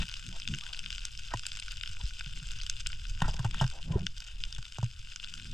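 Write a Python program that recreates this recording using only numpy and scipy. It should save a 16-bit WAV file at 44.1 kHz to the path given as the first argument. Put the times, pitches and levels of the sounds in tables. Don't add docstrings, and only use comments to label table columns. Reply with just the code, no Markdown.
import sys
import numpy as np
from scipy import signal
from scipy.fft import rfft, irfft, next_fast_len
from scipy.io import wavfile
from scipy.ndimage import map_coordinates

SR = 44100
rng = np.random.default_rng(int(sys.argv[2]) if len(sys.argv) > 2 else 0)


def log_audio(samples):
    frames = np.atleast_2d(samples).T
    limited = np.clip(frames, -1, 1)
    pcm = np.round(limited * 32767).astype(np.int16)
    wavfile.write(sys.argv[1], SR, pcm)


N = 244163
T = np.arange(N) / SR

# time in seconds, relative level in dB.
REEF_LEVEL = [(0.0, -46), (0.48, -48), (0.85, -45.5), (1.26, -48), (2.47, -48), (3.55, -51), (4.01, -53.5),
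              (5.54, -49.5)]
# centre in Hz, width in Hz, relative level in dB.
HOUSING_MODES = [(990, 190, -17), (1501, 170, 0.5), (2880, 498, 6.5), (3528, 260, 3), (4107, 200, -2.5),
                 (4986, 475, 4), (5870, 203, -3), (6400, 480, -4.5), (7454, 350, -2.5), (8420, 890, -13.5),
                 (10200, 2200, -28.5), (12100, 1000, -41)]


def amp(db):
    return 10 ** (np.asarray(db) / 20)


def unit_rms(x):
    return x / np.sqrt(np.mean(x ** 2) + 1e-20)


def along(points, hz):
    point_hz, values = np.transpose(points)
    return np.interp(np.log(hz + 1), np.log(point_hz + 1), values)


def curve(rows, t):
    return np.interp(t, *np.transpose(rows))


def wobble(rate):
    return map_coordinates(rng.standard_normal(int(N * rate / SR) + 4), [np.arange(N) * rate / SR])


def add(out, start_s, x):
    start = round(start_s * SR)
    part = x[max(-start, 0):N - start]
    out[max(start, 0):][:len(part)] += part


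def filtered(x, response):
    size = 2 * next_fast_len(N // 2 + SR // 4)
    hz = np.fft.rfftfreq(size, 1 / SR)
    return irfft(rfft(x, size) * response(hz), size)[..., :N]


def noise(spectrum):
    white = rng.standard_normal(N)
    top_hz = spectrum[-1][0]
    return unit_rms(filtered(white, lambda hz: amp(along(spectrum, hz)) / (1 + (hz / top_hz) ** 4)))


def resonances(modes, hz):
    power = sum(amp(db) ** 2 / (1 + ((hz - centre) / (0.81 * width)) ** 2) ** 2
                for centre, width, db in modes)
    cepstrum = irfft(np.log(power / power.mean() + 1e-12) / 2)
    half = len(cepstrum) // 2
    causal_fold = np.r_[1, np.full(half - 1, 2), 1, np.zeros(half - 1)]
    return np.exp(rfft(cepstrum * causal_fold))


def snaps(times, level_db, bright_db, colour_db, split_hz=4700, spread_s=0.0015, path_count=5):
    size = 256
    lead_in = size // 5
    hz = np.fft.rfftfreq(size, 1 / SR)
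    delay = lead_in + (rng.uniform(0, spread_s, (len(times), path_count)) * SR).astype(int)
    strength = 0.9 * rng.standard_normal(delay.shape)
    delay[:, 0], strength[:, 0] = lead_in, 1.0
    skew = 0.2 * rng.standard_normal(strength.shape) * strength
    paths = np.zeros((2, len(times), size))
    paths[:, np.arange(len(times))[:, None], delay] = strength + skew, strength - skew
    treble = 1 - 1 / (1 + (hz / split_hz) ** 5)
    colour = signal.resample(rng.standard_normal((len(times), 11)), len(hz), axis=1)
    spectra = rfft(paths) * amp(bright_db[:, None] * treble + colour_db * colour)
    energy = np.mean(np.abs(spectra * resonances(HOUSING_MODES, hz)) ** 2, axis=(0, 2))
    gain = amp(level_db) * np.sqrt(0.004 * SR / energy)
    pulses = irfft(spectra) * gain[:, None]
    at = (times * SR).astype(int)[:, None] + np.arange(size)
    return np.array([np.bincount(at.ravel(), side.ravel(), N + size)[lead_in:][:N] for side in pulses])


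def colony(count=2450, nearest_count=36, top_db=-37.5, fall_db_per_decade=13):
    times = rng.uniform(0, N / SR, count)
    distance_db = top_db - fall_db_per_decade * np.log10(1 + np.arange(count) / nearest_count)
    busy_db = curve(REEF_LEVEL, times) - curve(REEF_LEVEL, T).mean()
    bright_db = -4 + 6 * rng.standard_normal(count)
    return snaps(times, distance_db + busy_db, bright_db, colour_db=4.5)


def far_fizz(gain_db=-9, airy_db=4, stereo_spread=0.056):
    hiss = rng.standard_normal(N) + stereo_spread * rng.standard_normal((2, N))
    hiss = filtered(hiss, lambda hz: amp(along([(4000, 0), (9000, airy_db)], hz)))
    flicker_db = 3.3 * wobble(75) + 2.6 * wobble(22.57)
    return amp(curve(REEF_LEVEL, T) + gain_db + flicker_db) * hiss


def rock_echo(x, t60=0.074):
    t = T[:SR // 8]
    tail = rng.standard_normal(len(t)) * amp(-60 * t / t60)
    return signal.fftconvolve(x, tail[None] / np.linalg.norm(tail), axes=1)[:, :N]


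def shrimp(echo_db=-18, low_cut_hz=1100):
    # start in seconds, relative level in dB,
    # relative treble lift in dB.
    close_snaps = [(0.1403, -36, -14), (0.476, -31.5, -17), (0.5383, -32.5, -17), (0.5862, -38.5, -2),
                   (0.746, -40, -19), (0.7921, -35.5, -10), (0.904, -35, -10), (0.9808, -39, -17),
                   (1.0526, -32, 3.5), (1.454, -39, -22), (1.4658, -31, 6.5), (1.518, -36, -14),
                   (1.624, -39, -24), (1.836, -35, -31), (1.8755, -37.5, -9), (2.1956, -46, 9),
                   (2.2092, -36, -31), (2.665, -35.5, -10), (2.6984, -27.5, 1.5), (2.7992, -44.5, -1),
                   (2.8626, -35, -27), (2.87, -30.5, 15.5), (2.9306, -39, -25), (3.847, -58, 4),
                   (4.067, -28.5, -12), (4.203, -40.5, 1), (4.4379, -30, -14), (4.5261, -38.5, -2),
                   (5.1605, -37, -6), (5.2438, -37.5, -13), (5.3389, -38, -7)]
    times, level_db, bright_db = np.transpose(close_snaps)
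    crackle = snaps(times, level_db + 1, bright_db + 5, colour_db=2) + colony()
    crackle = signal.sosfilt(signal.butter(2, low_cut_hz, "high", fs=SR, output="sos"), crackle)
    outside = crackle + far_fizz() + amp(echo_db) * rock_echo(crackle)
    return filtered(outside, lambda hz: resonances(HOUSING_MODES, hz))


def sloshing(gain_db=6, unrest_db=2):
    # time in seconds, relative level in dB.
    flow_level = [(0.0, -38), (0.17, -49), (1.96, -47.5), (2.07, -45), (2.11, -45), (3.64, -38),
                  (3.85, -47.5), (3.98, -37.5), (4.29, -51), (4.35, -44), (5.4, -54), (5.54, -39.5)]
    # frequency in Hz, relative level in dB.
    flow_spectrum = [(12, 4), (22, -2), (38, -0.5), (62, -15), (100, -15.5), (150, -25), (250, -43.5),
                     (450, -58.5), (650, -82), (950, -61), (1500, -46)]
    return amp(curve(flow_level, T) + gain_db + unrest_db * wobble(11)) * noise(flow_spectrum)


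def low_swells(side_db=-7, side_hz=380):
    # middle in seconds, half length in seconds, relative level in dB.
    swells = [(.015, 0.017, -34), (.29, 0.038, -44.5), (.52, 0.035, -35.5), (.865, 0.031, -49.5),
              (1.344, 0.0032, -28), (2.38, 0.032, -48.5), (3.258, 0.013, -32.5), (3.53, 0.11, -46),
              (3.905, .028, -34.5), (3.964, 0.0066, -22.5), (4.025, 0.032, -34.5), (5.48, 0.13, -48.5)]
    # frequency in Hz, relative level in dB.
    swell_spectrum = [(50, 6), (100, 8), (160, 9), (230, -2), (310, -13), (380, -14.5), (470, -32),
                      (600, -32), (900, -74), (2000, -67)]
    side = filtered(noise(swell_spectrum), lambda hz: hz ** 2 / (hz ** 2 + side_hz ** 2))
    low_noise = noise(swell_spectrum) + amp(side_db) * np.array([side, -side])
    envelope = sum(amp(db) / (1 + ((T - middle_s) / half_s) ** 2 / 2) ** 2
                   for middle_s, half_s, db in swells)
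    return envelope * low_noise


def microphone_rush(level_db=-59):
    # frequency in Hz, relative level in dB.
    rush_spectrum = [(20, 14.5), (60, -6.5), (130, -15), (250, -22.5), (450, -24.5), (900, -23),
                     (2000, -19.5), (4000, -45), (7000, -22), (10000, -24.5), (13000, -31), (17000, -64)]
    reef_db = curve(REEF_LEVEL, T)
    envelope = amp(level_db + 0.5 * (reef_db - reef_db.mean()))
    return envelope * np.array([noise(rush_spectrum), noise(rush_spectrum)])


def glides(rows, pitch_change, waver=0.037, stutter_db_at_2khz=3):
    out = np.zeros(N)
    unsteady = 1 + waver * wobble(500)
    stutter = wobble(220)
    for start_s, length_s, start_hz, db in rows:
        progress = np.clip((T - start_s) / length_s, 0, 1)
        hz = start_hz * (1 + pitch_change * progress) * unsteady
        level_db = db + stutter_db_at_2khz * stutter * start_hz / 2000
        out += amp(level_db) * np.sin(np.pi * progress) * np.sin(2 * np.pi * np.cumsum(hz) / SR)
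    return out


def squeaks():
    # start in seconds, length in seconds, starting pitch in Hz, relative level in dB.
    slips = [(.005, .031, 2955, -43), (1.338, 0.012, 330, -39.5), (3.595, 0.014, 3400, -35),
             (3.923, 0.042, 1070, -44), (3.954, .017, 423.4, -29), (4.26, .07, 3100, -54),
             (4.52, .06, 3770, -52)]
    return glides(slips, pitch_change=-0.144)


def shell_ring(force, main_hz, sharpness=1.95, floor=0.066):
    # centre in Hz, width in Hz, relative level in dB.
    shell_modes = [(328, 137, 2.5), (660, 280, -0.5), (920, 183, 3), (1380, 150, 1), (1560, 105, 3),
                   (1860, 96, 1), (2900, 690, -1.5), (3620, 280, -0.5), (6200, 3200, -9)]
    size = 2 * next_fast_len(len(force) // 2 + 1024)
    hz = np.fft.rfftfreq(size, 1 / SR)
    focus = 1j * hz * main_hz / (sharpness * (main_hz ** 2 - hz ** 2) + 1j * hz * main_hz)
    response = resonances(shell_modes, hz) * (floor + focus)
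    return irfft(rfft(force, size) * response / np.sqrt(np.mean(np.abs(response) ** 2)))


def rubs(rough_db=4):
    # middle in seconds, half length in seconds, relative level in dB, main frequency in Hz.
    strokes = [(0.019, 0.016, -36.5, 2850), (0.357, 0.028, -57.5, 794), (0.695, 0.088, -61.5, 1020),
               (1.323, 0.014, -44, 1490), (2.009, 0.019, -58, 940), (3.25, 0.035, -41.5, 1240),
               (3.389, 0.096, -58.5, 950), (3.593, 0.055, -45.5, 3020), (3.766, 0.035, -52.5, 685),
               (3.946, .055, -48, 546), (4.288, 0.12, -58, 3300), (4.52, 0.083, -59, 3370)]
    out, t = np.zeros(N), T[:SR // 4]
    centre_s, knots = t.mean(), t[::150]
    for middle_s, half_s, db, main_hz in strokes:
        grip = amp(rough_db * np.interp(t, knots, rng.standard_normal(len(knots))))
        envelope = np.exp(-((t - centre_s) / half_s) ** 2)
        force = unit_rms(grip * rng.standard_normal(len(t))) * envelope
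        add(out, middle_s - centre_s, amp(db) * shell_ring(force, main_hz))
    return out


def bubbles():
    # start in seconds, length in seconds, starting pitch in Hz, relative level in dB.
    chirps = [(.49, 0.077, 261.5, -53), (.615, 0.038, 1050, -56), (1.995, 0.021, 808, -58)]
    return glides(chirps, pitch_change=0.39)


def thump(db, hz, t60, rise_s=0.0058, gain_db=5):
    t = T[:SR // 5]
    attack = 1 - np.exp(-(t / rise_s) ** 2)
    return amp(db + gain_db - 60 * t / t60) * attack * np.sin(2 * np.pi * hz * t)


def knocks(blow=5.1, grit_db=-43.5, grit_db_per_db=0.18, grit_bright_db=6):
    # start in seconds, relative clack level in dB, clack frequency in Hz, scrape decay time
    # in seconds, relative thump level in dB, thump pitch in Hz, seconds for the thump to fall 60 dB.
    hits = [(1.338, -26.5, 820, 0.0047, -27.5, 112, 0.11), (3.2196, -19.5, 1296, 0.0035, -8.5, 139, 0.03),
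            (3.281, -34, 720, 0.01, -21.5, 129, 0.044), (3.342, -42.5, 740, 0.0046, -34, 144, .05),
            (3.393, -37.5, 1110, 0.006, -24.5, 125, 0.1), (3.447, -29.5, 865, 0.0065, -19, 112.6, .093),
            (3.545, -34.5, 1370, 0.0019, -63, 131, .05), (3.612, -26.5, 910, 0.013, -17.5, 136.4, 0.098),
            (3.642, -33.5, 1700, 0.0022, -18, 126, 0.076), (4.583, -47.5, 1560, 0.0056, -33, 113.6, 0.076),
            (4.785, -35, 940, 0.0025, -30, 114, .12), (4.829, -36.5, 920, 0.0035, -20, 117.6, 0.11)]
    out, grit, t = np.zeros(N), np.zeros(N), T[:SR // 5]
    average_clack_db = np.mean(hits, axis=0)[1]
    for start_s, clack_db, clack_hz, scrape_s, thump_db, thump_hz, t60 in hits:
        force = rng.standard_normal(len(t)) * np.exp(-t / scrape_s) + blow * (t == 0)
        add(out, start_s, amp(clack_db) * shell_ring(force, clack_hz))
        add(grit, start_s, amp(grit_db + grit_db_per_db * (clack_db - average_clack_db)) * force)
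        add(out, start_s, thump(thump_db, thump_hz, t60))
    treble_lift = [(3500, 0), (7000, grit_bright_db)]
    return out + filtered(grit, lambda hz: resonances(HOUSING_MODES, hz) * amp(along(treble_lift, hz)))


def water_bumps():
    # start in seconds, relative level in dB, pitch in Hz.
    bumps = [(1.894, -41, 108), (2.038, -21, 40.4), (2.028, -42.5, 139), (2.262, -37.5, 137),
             (2.418, -38, 134), (2.559, -41, 107), (3.29, -24, 36.5), (3.902, -26, 155)]
    out = np.zeros(N)
    for start_s, db, hz in bumps:
        add(out, start_s, thump(db, hz, t60=0.1))
    return out


def microphones(x):
    # frequency in Hz, left minus right in dB.
    balance = [(250, 0), (800, -2), (1200, -4.5), (1550, 0), (2050, 7), (2800, 5), (3400, 6.5), (3950, 7),
               (4600, 0), (5600, -2), (6300, 0), (6900, -2), (7800, .5), (10000, 2)]
    # frequency in Hz, lead of the left in radians.
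    phase_lead = [(250, 0), (1100, .7), (1450, .4), (2100, 1.5), (2400, .9), (2950, 1), (3450, -.6),
                  (3750, -.7), (4100, .6), (4900, .15), (5700, .35), (7000, 0)]

    def pair(hz):
        left = amp(along(balance, hz) / 2) * np.exp(0.5j * along(phase_lead, hz))
        return np.array([left, 1 / left])
    return filtered(x, pair)


def scene():
    handling = knocks() + rubs() + squeaks()
    reef = shrimp()
    water = sloshing() + low_swells() + bubbles() + water_bumps()
    return microphones(reef + handling + water) + microphone_rush()


def record(dry, top_hz=14900):
    return filtered(dry, lambda hz: hz < top_hz)


dry = scene()
out = record(dry)
log_audio(out)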